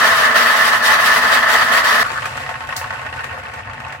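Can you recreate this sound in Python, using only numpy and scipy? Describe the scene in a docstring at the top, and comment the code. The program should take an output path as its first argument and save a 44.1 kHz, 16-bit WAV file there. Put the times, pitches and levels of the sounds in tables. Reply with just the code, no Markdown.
"""A rattling blower is cut off

A small plastic blower runs on a desk. Its loose impeller (the fan wheel) chatters against the housing
under a surging hiss of air. The power is cut and the impeller coasts, knocking and ticking ever more
thinly over a low desk hum. A hand at the wiring makes one sharp snap, and a small room answers."""
import sys
import numpy as np
from scipy import signal
from scipy.fft import rfft, irfft, next_fast_len
from scipy.io import wavfile
from scipy.ndimage import uniform_filter1d, map_coordinates

SR = 44100
rng = np.random.default_rng(int(sys.argv[2]) if len(sys.argv) > 2 else 0)


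def write(x):
    x = np.atleast_2d(x).T
    wavfile.write(sys.argv[1], SR, np.round(np.clip(x, -1, 1) * 32767).astype(np.int16))


N = 176400
TIME = np.arange(N) / SR
FFT_SIZE = next_fast_len(N + SR // 2, True)
FREQS = np.fft.rfftfreq(FFT_SIZE, 1 / SR)

POWER_OFF_S, POWER_FADE_S = 2.031, 0.0013
SHAFT_HZ, HALF_SPEED_S = 193.25, 1.03  # turns a second under power; time for drag to halve them

# Levels in the tables are relative: the functions set the final loudness.
# The surging under power: time_s, chatter_db, hiss_db
RUNNING_LEVELS = [(0.0, -10, -20), (0.02, -11.5, -27.5), (0.08, -14, -22), (0.11, -15, -25),
                  (0.13, -11.5, -26.5), (0.16, -16, -24.5), (0.26, -12.5, -25.5), (0.34, -17, -33.5),
                  (0.36, -11, -21.5), (0.45, -14.5, -26.5), (0.47, -13, -25.5), (0.49, -14.5, -24),
                  (0.56, -13.5, -27.5), (0.56, -14.5, -24), (0.68, -14, -23.5), (0.73, -16, -28.5),
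                  (0.76, -12.5, -27), (0.79, -21.5, -34.5), (0.82, -17, -34), (0.83, -15.5, -26),
                  (0.84, -15, -24.5), (0.94, -11.5, -24), (0.96, -15.5, -28.5), (0.98, -17.5, -30),
                  (1.0, -11.5, -27), (1.01, -16, -24.5), (1.1, -12, -24), (1.16, -15.5, -25),
                  (1.17, -12.5, -24), (1.21, -19, -29.5), (1.24, -12.5, -29), (1.29, -16, -25.5),
                  (1.33, -11.5, -26), (1.35, -16, -23), (1.37, -11, -27), (1.42, -20.5, -31),
                  (1.43, -12.5, -31), (1.46, -17.5, -34.5), (1.5, -11.5, -24.5), (1.51, -15, -25),
                  (1.54, -12, -22.5), (1.6, -16, -26.5), (1.63, -11, -26), (1.64, -18, -28),
                  (1.71, -16.5, -32), (1.73, -12, -25), (1.77, -15.5, -24.5), (1.79, -12, -23.5),
                  (1.83, -20, -33), (1.85, -14, -24.5), (1.88, -14, -26), (2.02, -15, -26.5)]
# The fading after the cut: time_s, rattle_db, hiss_db, fizz_db
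COASTING_LEVELS = [(2.05, -32, -41.5, -50), (2.2, -30.5, -42, -54), (2.31, -30, -43.5, -56),
                   (2.4, -31, -44, -53), (2.5, -29, -42, -60), (2.56, -32, -47, -55),
                   (2.6, -33.5, -45, -57), (2.665, -34, -50, -57), (2.7, -30.5, -45.5, -53),
                   (2.92, -30, -45, -60), (3.08, -30, -47, -56), (3.115, -36, -49, -61),
                   (3.17, -29.5, -45, -55), (3.34, -31, -48, -56), (3.43, -32.5, -49, -59),
                   (3.58, -33, -47.5, -65), (3.69, -33.5, -50.5, -73), (3.83, -32.5, -49, -70),
                   (3.94, -32, -52, -73), (4, -38.5, -58, -79)]
# Hard knocks of the impeller: start_s, level_db
KNOCK_HITS = [(2.049, -10.5), (2.103, -14.5), (2.128, -24), (2.144, -26), (2.221, -13.5), (2.257, -12.5),
              (2.326, -19), (2.376, -12), (2.463, -15.5), (2.491, -10.5), (2.542, -16), (2.555, -16.5),
              (2.606, -15.5), (2.617, -21), (2.638, -19), (2.69, -13.5), (2.709, -19), (2.725, -12),
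              (2.775, -16), (2.841, -13.5), (2.905, -11.5), (2.994, -18), (3.064, -13.5), (3.127, -13.5),
              (3.193, -13), (3.242, -13.5), (3.309, -18.5), (3.454, -19), (3.595, -22), (3.733, -21.5),
              (3.803, -20), (3.925, -24)]
# Bright ticks of plastic: start_s, level_db
TICK_HITS = [(2.0624, -24), (2.116, -22), (2.2556, -18.5), (2.37, -23), (2.4943, -27.5), (2.6718, -30),
             (2.9066, -36), (3.125, -36), (3.2425, -25.5), (3.3847, -34), (3.5369, -30), (3.7324, -36),
             (3.8005, -33), (3.882, -34), (3.924, -30)]
# Pitches at which the housing rings: pitch_hz, width_hz, running_boost_db, coasting_boost_db
HOUSING_RINGS = [(242, 25, 18, 6), (447.5, 41, 9, 7), (524, 41, -1, 5.5), (613.4, 22, 7.5, 4),
                 (664, 34, 9.5, 3.5), (734.5, 51, 7, 10.5), (865.7, 13.7, 14, 9.5), (898.8, 38, -1.5, 14.5),
                 (1007, 34, 0.5, -2.5), (1082.5, 92, 3.5, 12), (1172, 25, 4, 0.5), (1276, 61, 7.5, 4),
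                 (1492, 47, 1, 10.5), (1560, 44, 0.5, 1), (1744, 61, 11, 2.5), (1857, 64, 7, 6.5),
                 (2006, 62, 7, 1.5), (2580, 40, 3.5, -1), (3040, 97, 4, -1), (3720, 34, 4, 1),
                 (4590, 38, 9, 4.5)]
# How well the desk passes the shaft's hum: pitch_hz, gain_db
DESK_RESPONSE = [(60, -53), (85, -45.5), (105, -49), (120, -52), (137, -41.5), (152, -71), (178, -73),
                 (194, -47.5)]
# How wide the sound is, from bass to treble: pitch_hz, side_over_mid_db
STEREO_WIDTH = [(60, -17), (99, -24), (160, -19), (270, -12), (450, -7), (740, -4), (1220, -2),
                (2010, -2.5), (3330, 2.5), (5500, 0), (9080, -1), (15000, -0.5)]

# The tone of each sound, from bass to treble: pitch_hz, gain_db
CHATTER_TONE = [(60, -20), (170, -27), (260, -27), (360, -25), (560, -9.5), (790, -11), (1050, -1),
                (1900, -1), (2250, -11.5), (3200, -14), (6000, -25.5), (15000, -47)]
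AIR_TONE = [(800, -37), (2200, 3.5), (3200, 3), (4700, 0), (5600, -2.5), (6800, -7.5), (7600, -7),
            (9500, -8.5), (12000, -7.5), (13800, -13), (15800, -11)]
RATTLE_TONE = [(60, -39), (230, -15), (390, -19.5), (520, -3.5), (820, -5), (970, -5.5), (1200, -2.5),
               (1900, -0.5), (2250, -4), (2750, -8.5), (3500, -18.5), (6000, -27.5), (11000, -45),
               (15000, -69)]
RATTLE_PING_TONE = [(1800, -32), (2400, -8), (2600, 7.5), (2800, -2), (3200, -10), (5000, -47),
                    (10000, -70)]
FADING_AIR_TONE = [(800, -13), (3000, 3.5), (4700, 1.5), (6500, -5.5), (7700, -1.5), (9200, -9.5),
                   (11500, -9.5), (13000, -25), (15800, -36)]
HIGH_FIZZ_TONE = [(6000, -25), (9000, 3), (11500, 3), (13200, -1), (15800, -5)]
WHIRR_TONE = [(300, -38), (600, -30), (950, -30), (1150, 2.5), (1750, 5.5), (2300, -14), (6000, -26),
              (15000, -45)]
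HARD_KNOCK_TONE = [(100, -33), (380, -27.5), (520, -7.5), (900, -7.5), (1200, -1.5), (1850, 1),
                   (2200, -6.5), (2700, -3.5), (3400, -15), (6000, -24), (15000, -48)]
PLASTIC_TICK_TONE = [(500, 5), (2500, 11), (4500, -3), (7500, -1.5), (10500, -10), (15000, -14)]
WIRING_SNAP_TONE = [(500, -20), (2500, -8), (4500, 6), (7000, 2), (11000, -2), (15500, -3)]
MOTOR_TONE = [(100, -30), (170, -15), (200, -17), (232, 2.5), (255, -1.5), (280, -13), (380, -19),
              (500, -22), (900, -39), (3000, -67)]
RUMBLE_TONE = [(20, -39), (32, -13), (42, -18), (53, -7), (70, -1.5), (95, 1), (140, -0.5), (160, -18.5),
               (200, -16), (235, -7.5), (300, -19.5), (345, -18.5), (420, -39.5), (1500, -80)]


def running_blower():
    """The driven impeller hits the housing so fast that it chatters; the air hiss pulses with it."""
    chatter_db, hiss_db = level_curves(RUNNING_LEVELS)
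    blows = contacts(slip_turns=0.14, uneven_db=1.5, heavy_side_db=3.1)
    strikes = unit(bursts(blows, ring_s=0.0057, room_s=0.31, room_db=-5))
    strikes[0] += amp(-6) * unit(blows)  # bare clicks in the centre of the sound
    chatter = steady(shape_tone(strikes, CHATTER_TONE, housing_boost(driven=True)))
    puffs = vary_tone(bursts(blows, ring_s=0.025, room_s=0.28, room_db=-7.5), spread_db=1.5)
    hiss = unit(shape_tone(puffs, AIR_TONE, housing_boost(driven=True)))
    chatter *= amp(chatter_db + 2 + 0.45 * wobble(59.97))
    hiss *= amp(hiss_db + 3 + 1.3 * wobble(50.47))
    return power() * (chatter + hiss)


def coasting_impeller():
    """The slowing impeller rattles and pings against the housing over a fading hiss."""
    rattle_db, hiss_db, fizz_db = level_curves(COASTING_LEVELS)
    blows = contacts(slip_turns=0.078, uneven_db=5.5, heavy_side_db=2)
    strikes = vary_tone(bursts(blows, ring_s=0.021, room_s=0.19, room_db=-8), spread_db=1.5)
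    rattle = steady(shape_tone(strikes, RATTLE_TONE, housing_boost(driven=False))) * amp(rattle_db + 1.8)
    ping_blows = contacts(slip_turns=0.058, uneven_db=10.5, heavy_side_db=-3)
    ping_strikes = bursts(ping_blows, ring_s=0.014, room_s=0.1, room_db=-31)
    pings = steady(shape_tone(ping_strikes, RATTLE_PING_TONE)) * amp(rattle_db - 11)
    hiss_puffs = bursts(blows, ring_s=0.014, room_s=0.2, room_db=-4)
    hiss = unit(shape_tone(hiss_puffs, FADING_AIR_TONE)) * amp(hiss_db + 2.5)
    fizz_puffs = bursts(blows, ring_s=0.014, room_s=0.15, room_db=-4)
    fizz = unit(shape_tone(fizz_puffs, HIGH_FIZZ_TONE)) * amp(fizz_db)
    return (1 - power()) * (rattle + pings + hiss + fizz)


def last_whirr(end_s=2.3, fade_s=0.09):
    """Just after the cut the impeller is still fast and rings the housing's higher pitches."""
    blows = contacts(slip_turns=0.045, uneven_db=3.5, heavy_side_db=1)
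    strikes = vary_tone(bursts(blows, ring_s=0.0069, room_s=0.15, room_db=-34), spread_db=5)
    whirr = steady(shape_tone(strikes, WHIRR_TONE, housing_boost(driven=False)))
    fade_out = np.clip((end_s - TIME) / fade_s, 0, 1)
    return whirr * (1 - power()) * fade_out * amp(-24.5)


def knocks(bounce_s=0.006):
    """Now and then the coasting impeller hits the housing hard and bounces once."""
    start_s, level_db = np.transpose(KNOCK_HITS)
    blows = impulses(start_s, amp(level_db - 5)) + impulses(start_s + bounce_s, amp(level_db - 11))
    strikes = vary_tone(bursts(blows, ring_s=0.035, room_s=0.31, room_db=-16.5), spread_db=2)
    return shape_tone(strikes, HARD_KNOCK_TONE, housing_boost(driven=False))


def plastic_ticks():
    """Light taps of plastic, each a hard edge followed by the room's echo."""
    start_s, level_db = np.transpose(TICK_HITS)
    taps = impulses(start_s, amp(level_db - 3))
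    ticks = bursts(taps, ring_s=0.04, room_s=0.33, room_db=-6) + amp(-5) * hard_edge(taps)
    return shape_tone(vary_tone(ticks, spread_db=-1.5), PLASTIC_TICK_TONE)


def wiring_snap(start_s=2.765):
    """A hand at the wiring makes one sharp snap that echoes briefly."""
    crack = impulses([start_s], amp([-19.5]))
    snap = bursts(crack, ring_s=0.02, room_s=0.21, room_db=-3.5) + amp(-1) * hard_edge(crack)
    return shape_tone(snap, WIRING_SNAP_TONE)


def motor_drone():
    """While it has power, the motor drones evenly through the base."""
    return power() * amp(-40) * unit(shape_tone(noise(), MOTOR_TONE))


def desk_hum():
    """The unbalanced impeller shakes the desk once a turn, humming over a low rumble."""
    on, turns = power(), shaft_turns()
    speed_hz = np.gradient(turns) * SR
    desk_db = np.interp(speed_hz, *np.transpose(DESK_RESPONSE))
    hum = np.sqrt(2) * np.sin(2 * np.pi * turns + 0.16 * wobble(15)) * amp(desk_db + 1.9 * wobble(7))
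    rumble = unit(shape_tone(noise(), RUMBLE_TONE))
    return hum + rumble * (on * amp(-46.5) + (1 - on) * amp(-40))


def power():
    """1 while the motor drives, dropping quickly to 0 at the cut."""
    return np.exp(-np.maximum(TIME - POWER_OFF_S, 0) / POWER_FADE_S)


def shaft_turns():
    """Count the shaft's turns: steady at first, then slowed by air drag."""
    speed_hz = SHAFT_HZ / (1 + np.maximum(TIME - POWER_OFF_S, 0) / HALF_SPEED_S)
    return np.cumsum(speed_hz) / SR


def contacts(slip_turns, uneven_db, heavy_side_db, per_turn=3):
    """The impeller touches a few times a turn, loosely timed; its heavy side sways the strength."""
    turns = shaft_turns()
    due_turns = np.arange(0, turns[-1], 1 / per_turn)
    timing, strength = rng.standard_normal((len(due_turns), 2)).T
    size_db = uneven_db * np.minimum(strength, 1.7) + heavy_side_db * np.cos(2 * np.pi * due_turns)
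    start_s = np.interp(due_turns + slip_turns * timing, turns, TIME)
    return impulses(start_s, amp(size_db))


def housing_boost(driven):
    """The decibels that the housing adds around the pitches where it rings."""
    return sum((on_db if driven else off_db) / (1 + (2 * (FREQS - pitch_hz) / width_hz) ** 2)
               for pitch_hz, width_hz, on_db, off_db in HOUSING_RINGS)


def impulses(start_s, sizes):
    """One spike for each blow."""
    samples = np.clip(np.round(np.asarray(start_s) * SR).astype(int), 0, N)
    return np.bincount(samples, sizes, N + 1)[:N]


def bursts(blows, ring_s, room_s, room_db):
    """Each blow becomes a noise burst and a room echo, falling 60 dB in ring_s and room_s."""
    t = TIME[:SR // 2]
    decay = amp(-60 * t / ring_s) ** 2 + amp(room_db - 60 * t / room_s) ** 2
    energy = signal.fftconvolve(blows ** 2, decay)[:N]
    return noise() * np.sqrt(np.abs(energy))


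def hard_edge(blows):
    """The very short burst that starts a click."""
    return bursts(blows, ring_s=0.0071, room_s=0.05, room_db=-30)


def vary_tone(pair, spread_db):
    """Every contact lands somewhere else and so favours other pitches."""
    spectra = signal.stft(pair, nperseg=512)[2]
    patches = rng.standard_normal(spectra.shape[1:])
    for axis in (0, 1):  # smooth over pitch, then time
        patches = uniform_filter1d(patches, size=6, axis=axis)
    return signal.istft(spectra * unit(amp(spread_db * unit(patches))), nperseg=512)[1][:, :N]


def shape_tone(pair, tone, boost_db=0):
    """Give a mid (centre) and side pair its tone, then spread it to left and right."""
    gain = unit(amp(tone_curve(tone) + boost_db))
    # Folding the cepstrum makes a filter that rings only after a blow, never before.
    cepstrum = irfft(np.log(np.maximum(gain, 1e-6)), FFT_SIZE)
    cepstrum[1:FFT_SIZE // 2] *= 2
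    cepstrum[FFT_SIZE // 2 + 1:] = 0
    spectrum = rfft(pair, FFT_SIZE) * np.exp(rfft(cepstrum))
    width = np.arctan(amp(tone_curve(STEREO_WIDTH)))
    mid, side = irfft(spectrum * [np.cos(width), np.sin(width)], FFT_SIZE)[:, :N]
    return np.array([mid + side, mid - side])


def tone_curve(points):
    """Join a table's points along a log pitch scale."""
    pitch_hz, gain_db = np.transpose(points)
    return np.interp(np.log(FREQS + 1), np.log(pitch_hz + 1), gain_db)


def level_curves(rows):
    """Stretch each level column to one value per sample."""
    time_s, *columns = np.transpose(rows)
    return [np.interp(TIME, time_s, column) for column in columns]


def wobble(rate_hz):
    """A smooth curve through rate_hz random points a second."""
    points = rng.standard_normal(int(N * rate_hz / SR) + 4)
    return map_coordinates(points, [TIME * rate_hz], mode="nearest")


def noise():
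    """Two unrelated white noises."""
    return rng.standard_normal((2, N))


def steady(x):
    """Hold the average level (rms) near 1 over every fifth of a second."""
    energy = uniform_filter1d(np.mean(x ** 2, axis=0), size=SR // 5)
    return x / np.sqrt(np.abs(energy) + 1e-12)


def unit(x):
    """Scale to an average level (rms) of 1."""
    return x / np.sqrt(np.mean(x ** 2) + 1e-20)


def amp(db):
    """Turn decibels into a gain."""
    return 10 ** (np.asarray(db) / 20)


def scene():
    """The blower stands almost straight ahead; the coasting and the hum lean slightly left."""
    powered = running_blower() + motor_drone()
    after_cut = last_whirr() + coasting_impeller() + knocks() + plastic_ticks() + wiring_snap()
    return powered + after_cut * amp([[0.3], [-0.3]]) + desk_hum() * amp([[0.4], [-0.4]])


def record(dry, right_lag_s=0.00004, low_cut_hz=40, top_hz=16000):
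    """Two spaced microphones: peaks are rounded off, the deepest bass and highest treble are cut."""
    rounded = dry / (1 + np.abs(dry) ** 8) ** (1 / 8)
    spacing = np.exp(-2j * np.pi * FREQS * np.array([[0], [right_lag_s]]))
    low_cut = FREQS ** 2 / np.hypot(FREQS ** 2, low_cut_hz ** 2)
    return irfft(rfft(rounded, FFT_SIZE) * spacing * low_cut * (FREQS < top_hz), FFT_SIZE)[:, :N]


dry = scene()
out = record(dry)
write(out)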